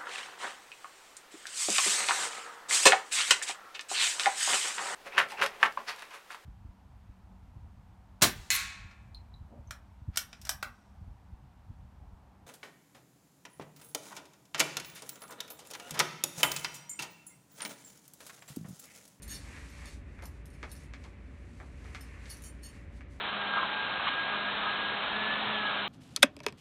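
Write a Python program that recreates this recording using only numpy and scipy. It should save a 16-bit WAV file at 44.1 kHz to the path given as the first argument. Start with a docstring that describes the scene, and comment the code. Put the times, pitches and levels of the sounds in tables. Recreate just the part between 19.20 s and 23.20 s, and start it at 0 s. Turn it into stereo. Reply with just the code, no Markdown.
"""Handling a webbing belt

A belt with a loose metal buckle is passed round someone's back in a small bedroom. Impacts excite the
buckle's normal modes, singly as clinks and in quick runs as chatter; blows damped by the hand are dull
knocks. Sliding friction makes the strap hiss and rasp, and a ceiling fan hums throughout."""
import sys
import numpy as np
from scipy import signal
from scipy.fft import rfft, irfft
from scipy.io import wavfile

SR = 44100
rng = np.random.default_rng(int(sys.argv[2]) if len(sys.argv) > 2 else 0)


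def bounce(signal):
    """Save signal as a 16-bit WAV file at the path given by the first command-line argument."""
    frames = np.transpose(np.atleast_2d(signal))
    limited = np.clip(frames, -1, 1)
    pcm = np.round(limited * 32767).astype(np.int16)
    wavfile.write(sys.argv[1], SR, pcm)


N = 176400
TIME = np.arange(N) / SR

# Spectrum of the fan's moving air: f/Hz, relative density/dB
AIR_SPECTRUM = [(20, -29), (31, -24), (40, -9.5), (52, 2), (64, -3), (80, 2), (100, -9.5), (130, -8.5),
                (185, -13.5), (224, -12), (246, -14.5), (272, -11), (330, -18.5), (480, -23.5),
                (650, -29.5), (850, -31.5), (1400, -32), (2200, -30.5), (3200, -43), (6000, -57),
                (15000, -91)]
# Tones of the fan's motor: f/Hz, level/dB, waver/dB
MOTOR_TONES = [(59.4, -52, -0.3), (575.5, -71, 0.5)]
# Envelopes of the sliding hiss and of the weave's lower rasp: t/s, level/dB
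HISS_ENVELOPE = [(0, -80), (.1, -55), (.3, -59), (.45, -60), (.64, -59.5), (.74, -58), (.83, -78.5),
                 (.95, -72.5), (1.17, -71), (1.24, -80), (1.35, -72.5), (1.62, -63), (1.72, -78),
                 (1.85, -66), (1.95, -78.5), (2.27, -72.5), (2.37, -69), (2.55, -71.5), (2.67, -64.5),
                 (2.87, -65), (2.98, -69.5), (3.1, -58.5), (3.39, -74.5), (3.56, -65.5), (3.69, -80.5),
                 (3.77, -67), (3.87, -89), (3.92, -67), (4, -75.5)]
RASP_ENVELOPE = [(0, -71), (.12, -54), (.2, -59.5), (.35, -50.5), (.5, -58.5), (.66, -52), (.8, -67),
                 (1.0, -61.5), (1.22, -69), (1.35, -64), (1.65, -62), (2.1, -67), (2.5, -67.5), (2.68, -57),
                 (2.88, -57.5), (3.1, -57), (3.38, -65.5), (3.57, -59.5), (3.7, -66), (4, -69)]
# Their spectra: f/Hz, relative density/dB
HISS_SPECTRUM = [(1500, -9.5), (3200, 2.5), (4400, 5.5), (6500, 3), (9000, 2), (12000, -2), (15500, -12.5)]
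RASP_SPECTRUM = [(300, -12.5), (700, -8.5), (1100, -3.5), (1400, -5), (1800, 2), (2250, 1), (2650, -2.5),
                 (3200, -13), (6000, -35)]
# Places struck: the frame's side, corner and end, the tongue and its tip
STRIKE_PLACES = ["side", "corner", "end", "tongue", "tip"]
# Normal modes of the buckle: f/Hz, then excitation/dB for each place struck
NORMAL_MODES = [(1755, -0.5, -12, -18, -4.5, -21), (2830, -3, -8, -29, -12.5, -33),
                (3062, -25, -26, -8.5, -22, -28), (3612, -8, -4.5, -26, -8.5, -24),
                (4450, 3.5, 0, -6, -2.5, -21), (5280, -2, -2, -14, -0.5, -3.5),
                (5530, -18, -9, -13, -23, -24), (5843, -11, -3, -8, 3, -11), (6580, 0, -12, -8, -19, -25),
                (6720, -7, -7, -15, -11, -29), (7230, -24, -13, -7.5, -13, -17),
                (8730, 3, -3, 1.5, -2, -3.5), (9240, -4, -4, -17, -12, -19), (9410, -6, -12, -0.5, -1, -4),
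                (10180, -1.5, -1, 1, 1, -7), (10400, -13, -11, -8, -4, -10), (10730, -14, -5, -5, -1, -3.5),
                (11740, -3, -12, -11, -10, -8), (12460, 0, -9, -14, -13, -17),
                (12950, -8, -13, -4, -14, -14), (13020, 2, -8, -6, -1, 2), (13800, -2, -5, -3, -9, -14),
                (14000, 1, -10, -12, 3, -4), (15000, 2.5, -6, -6, -13, -9), (15550, -6, -2, -14, -14, -20),
                (15500, -5, -11, -0.5, -13, -24)]
# Scratch of metal on metal: lower f/Hz, upper f/Hz, relative level/dB
SCRATCH_BANDS = [(3550, 7600, -1), (9200, 11900, 1)]
# Single impacts: t/s, place, level/dB, brightness/(dB/octave), ring gain/dB, T60 in the grip/s
CLINK_EVENTS = [(0.0209, "side", -22.5, 3, 8, 0.053), (0.079, "side", -18, 6, 0, 0.082),
                (.495, "tip", -37, 12, 0, .08), (0.657, "corner", -25, -1, -10, 0.056),
                (1.024, "tip", -34, 5, -17, 0.013), (1.038, "tip", -28.5, 0, -8, 0.079),
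                (1.055, "tip", -20.5, 5, -11, .05), (1.2565, "tip", -29, 3, -7, .05),
                (1.302, "end", -36.5, 0, -6, 0.046), (1.5161, "tip", -19.5, 6, -6, .06),
                (1.553, "corner", -32.5, 0, -10, .03), (1.564, "tongue", -29.5, -1.5, -3, .06),
                (1.603, "corner", -41, 2, -12, .04), (1.635, "end", -36, 2, -10, .07),
                (2.748, "corner", -37, -8, -17, 0.024), (2.8088, "tip", -22.5, -6, 18, 0.079),
                (3.094, "tongue", -29, 0, -1, 0.046), (3.101, "tongue", -16.5, 0.5, 6, 0.068),
                (3.169, "tongue", -25.5, 4, 2, .06), (3.2205, "end", -23.5, 3, -3, 0.099),
                (3.238, "end", -18, 0.5, 4, 0.11), (3.434, "side", -20.5, 1.5, -2, 0.11),
                (3.488, "end", -32, -3, -5, 0.058)]
# The loose tongue chatters: t/s, place, duration/s, level/dB, brightness/(dB/octave), ring gain/dB
RATTLE_EVENTS = [(.024, "end", 0.013, -19.5, 2, -9.5), (0.087, "side", 0.048, -10, 0.5, -6),
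                 (.124, "corner", 0.042, -13.5, 1, -3), (0.662, "corner", 0.026, -27, -8, -17),
                 (1.328, "end", .024, -35.5, -2, -13), (1.487, "corner", 0.03, -31.5, -4, -11),
                 (1.562, "corner", .1, -42, 1, -15), (3.095, "tongue", 0.031, -13.5, 1.5, -3),
                 (3.24, "end", 0.038, -17.5, 2, 3), (3.421, "end", 0.046, -21.5, -4, -2),
                 (3.441, "side", 0.029, -21.5, -1, -2)]
# Knocks of strap and buckle in the hand: t/s, clack level/dB, thump level/dB, tick level/dB
KNOCK_EVENTS = [(0.365, -27.5, -42, -37), (.99, -27, -55, -55), (1.023, -28.5, -19.5, -35),
                (1.4294, -17.5, -16, -29.5), (1.7367, -23, -51, -32), (1.8404, -33, -23.5, -34.5),
                (2.401, -26, -21, -49), (2.644, -37, -26, -42), (2.748, -19.5, -28, -27),
                (2.7532, -27, -30, -34), (3.057, -31.5, -32, -33), (3.8077, -28, -34, -47)]
# Modes of the gripped buckle in a knock: f/Hz, relative level/dB, T60/s
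GRIPPED_MODES = [(520, -8.5, 0.0049), (1147, -4, 0.022), (1458, -0.5, 0.0057), (1963, 1.5, 0.0053),
                 (2217, 0, 0.012), (2515, -5.5, 0.01), (3300, -19, .005)]
# Stereo width of the diffuse field: f/Hz, side minus mid/dB
FIELD_WIDTH = [(60, -47), (110, -22), (200, -21.5), (380, -8), (700, 3), (1290, -8), (2380, -5),
               (4400, -0.5), (7000, -13.5), (11000, -7), (14000, -71)]
# Level difference between the channels: f/Hz, left minus right/dB
LEFT_EXCESS = [(60, -0.5), (170, 2), (350, 2.5), (700, 3), (1400, 2), (2800, 3), (5600, 1.5), (9000, -1.5)]
# Phase delay of the left channel: f/Hz, lag/rad
LEFT_LAG = [(0, 0), (2200, .9), (3200, 1.2), (4000, .4), (4450, 1.3), (5100, 1.7), (6000, .4), (7700, .5),
            (9000, 1.4), (11000, 2.1), (13200, 2.65), (14100, np.pi), (15700, 3.06)]


def from_db(db):
    """Amplitude ratio of a level in decibels."""
    return 10 ** (np.asarray(db) / 20)


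def rms_one(x):
    """Normalisation to unit rms."""
    return x / np.sqrt(np.mean(x ** 2) + 1e-20)


def energy_one(x):
    """Normalisation to unit energy."""
    return x / np.sqrt(np.sum(x ** 2) + 1e-20)


def decay(t, t60):
    """Exponential damping: the level falls 60 dB in t60 seconds."""
    return from_db(-60 * t / t60)


def shaped(x, spectrum, share=1):
    """Zero-phase filtering by a curve of f/Hz, gain/dB; share scales the decibels."""
    hz, db = np.transpose(spectrum)
    size = x.shape[-1]
    grid = np.maximum(np.fft.rfftfreq(size, 1 / SR), 1)
    return irfft(rfft(x) * from_db(share * np.interp(np.log(grid), np.log(hz), db)), size)


def band(x, low_hz, high_hz):
    """Causal band-pass filtering with gentle slopes."""
    return signal.sosfilt(signal.butter(2, [low_hz, high_hz], "band", fs=SR, output="sos"), x + 1e-18)


def drift(corner_hz):
    """Random fluctuation: low-passed noise of unit rms."""
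    r = np.exp(-2 * np.pi * corner_hz / SR)
    return rms_one(signal.lfilter([1], [1, -2 * r, r * r], rng.standard_normal(N + SR))[SR:])


def ring(force, hz, t60):
    """Response of a damped harmonic oscillator, at unit energy."""
    r, w = decay(1 / SR, t60), 2 * np.pi * hz / SR
    return energy_one(signal.lfilter([1, 0, -1], [1, -2 * r * np.cos(w), r * r], force + 1e-18))


def add(out, start_s, sound):
    """Superposition of a sound from a given instant."""
    i = int(start_s * SR)
    out[..., i:i + sound.shape[-1]] += sound[..., :N - i]


def diffuse(mid, side):
    """Partial coherence: two independent signals form a diffuse stereo field of unit rms."""
    return rms_one(mid + shaped(side, FIELD_WIDTH) * [[1], [-1]])


def bedroom(direct, room_db, room_t60=0.19, furniture_t60=0.076, build_s=0.0026):
    """Reverberation: dense reflections off near furniture and a short tail join the direct sound."""
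    t = TIME[:SR // 2]
    fade = decay(t, room_t60) + from_db(1) * decay(t, furniture_t60)
    build = 1 - np.exp(-t / build_s)
    echoes = np.sqrt(2) * energy_one(diffuse(*rng.standard_normal((2, len(t)))) * fade * build)
    return direct + from_db(room_db) * signal.fftconvolve(direct[None], echoes, axes=1)[:, :N]


def fan(air_db=-48.5):
    """Flow noise: moving air rumbles beneath motor tones that waver in amplitude."""
    air = rms_one(shaped(diffuse(*rng.standard_normal((2, N))), AIR_SPECTRUM))
    hum = sum(from_db(db) * rms_one(np.sin(2 * np.pi * hz * TIME) * from_db(waver * drift(corner_hz=3)))
              for hz, db, waver in MOTOR_TONES)
    return from_db(air_db) * air + hum


def sliding_strap(envelope, spectrum, snags_per_s=990, snag_db=-6, flutter_db=0.5):
    """Sliding friction: continuous noise, with tiny impulses where the weave snags."""
    snags = (rng.random(N) < snags_per_s / SR) * from_db(-1.5 * np.minimum(rng.exponential(1, N), 4))
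    snags *= rng.choice([-1, 1], N)
    friction = diffuse(*rng.standard_normal((2, N))) + from_db(snag_db) * rms_one(snags)
    level_db = np.interp(TIME, *np.transpose(envelope)) + flutter_db * drift(corner_hz=60)
    return rms_one(shaped(friction, spectrum)) * from_db(level_db)


def struck_metal(contacts, place, brightness_db, ring_db, t60, scratch_db=-6.5, grip_detune=0.0012):
    """Modal excitation: contacts scratch and ring; place weights the modes, grip damps and shifts them."""
    t = TIME[:SR // 20]
    burst = rng.standard_normal(len(t)) * decay(t, t60=0.013)
    scratch = signal.fftconvolve(contacts, burst)[:len(contacts)]
    out = sum(from_db(scratch_db + db) * energy_one(band(scratch, low, high))
              for low, high, db in SCRATCH_BANDS)
    for hz, *excitation_db in NORMAL_MODES:
        tilt_db = brightness_db * np.log2(hz / 9000)
        scatter_db = 2.5 * rng.normal()
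        gain = from_db(excitation_db[STRIKE_PLACES.index(place)] + ring_db + tilt_db + scatter_db)
        out += rng.choice([-1, 1]) * gain * ring(contacts, hz * (1 + grip_detune * rng.normal()), t60)
    return energy_one(out)


def buckle(contacts_per_s=400):
    """Impact excitation: one impulse gives a clink, a train that swells and dies gives a rattle."""
    out, size = np.zeros(N), SR // 3
    for start_s, place, db, *tone in CLINK_EVENTS:
        add(out, start_s, from_db(db) * struck_metal(signal.unit_impulse(size), place, *tone))
    for start_s, place, duration, db, *tone in RATTLE_EVENTS:
        when = (np.arange(100) + rng.random(100)) / contacts_per_s
        swell = np.sqrt(np.maximum(np.sin(np.pi * np.minimum(when / duration, 1)), 0))
        contacts = np.zeros(size)
        contacts[(when * SR).astype(int)] = swell * rng.choice([-1, 1], len(when))
        add(out, start_s, from_db(db) * struck_metal(contacts, place, *tone, t60=0.074))
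    return bedroom(out, room_db=-1)


def thump(rise_s=0.0037, side_db=-6):
    """Reverberant growth and decay: the low body of a knock builds and dies away in the room."""
    t = TIME[:SR // 3]
    mid, side = band(rng.standard_normal((2, len(t))), low_hz=271, high_hz=1200)
    envelope = (1 - np.exp(-t / rise_s)) * decay(t, t60=0.22)
    return np.sqrt(2) * energy_one(diffuse(mid, from_db(side_db) * side) * envelope)


def knocks(detune=0.04):
    """Heavy damping: the hand shortens each blow to a clack, with a thump below and a tick above."""
    out, thumps, impulse = np.zeros(N), np.zeros((2, N)), signal.unit_impulse(SR // 10)
    tick = energy_one(band(impulse, low_hz=2600, high_hz=5960))
    for start_s, clack_db, thump_db, tick_db in KNOCK_EVENTS:
        clack = sum((-1) ** k * from_db(db) * ring(impulse, hz * (1 + detune * rng.normal()), t60)
                    for k, (hz, db, t60) in enumerate(GRIPPED_MODES))
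        add(out, start_s, from_db(clack_db) * energy_one(clack) + from_db(tick_db) * tick)
        add(thumps, start_s, from_db(thump_db) * thump())
    return bedroom(out, room_db=1.5) + thumps


def scene():
    """Linear superposition: the pressures of fan, strap, buckle and knocks add."""
    return (fan() + sliding_strap(HISS_ENVELOPE, HISS_SPECTRUM)
            + sliding_strap(RASP_ENVELOPE, RASP_SPECTRUM) + buckle() + knocks())


def record(dry):
    """Level and phase differences: the left channel lags and is mostly louder; both are low-passed."""
    lag = np.interp(np.fft.rfftfreq(N, 1 / SR), *np.transpose(LEFT_LAG))
    left, right = shaped(dry[0], LEFT_EXCESS, 1 / 2), shaped(dry[1], LEFT_EXCESS, -1 / 2)
    late_left = irfft(rfft(left) * np.exp(-1j * lag), N)
    low_pass = signal.ellip(10, .2, 70, 15850, fs=SR, output="sos")  # steep cut above 15850 Hz
    return signal.sosfilt(low_pass, np.array([late_left, right]))


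dry = scene()
out = record(dry)
bounce(out)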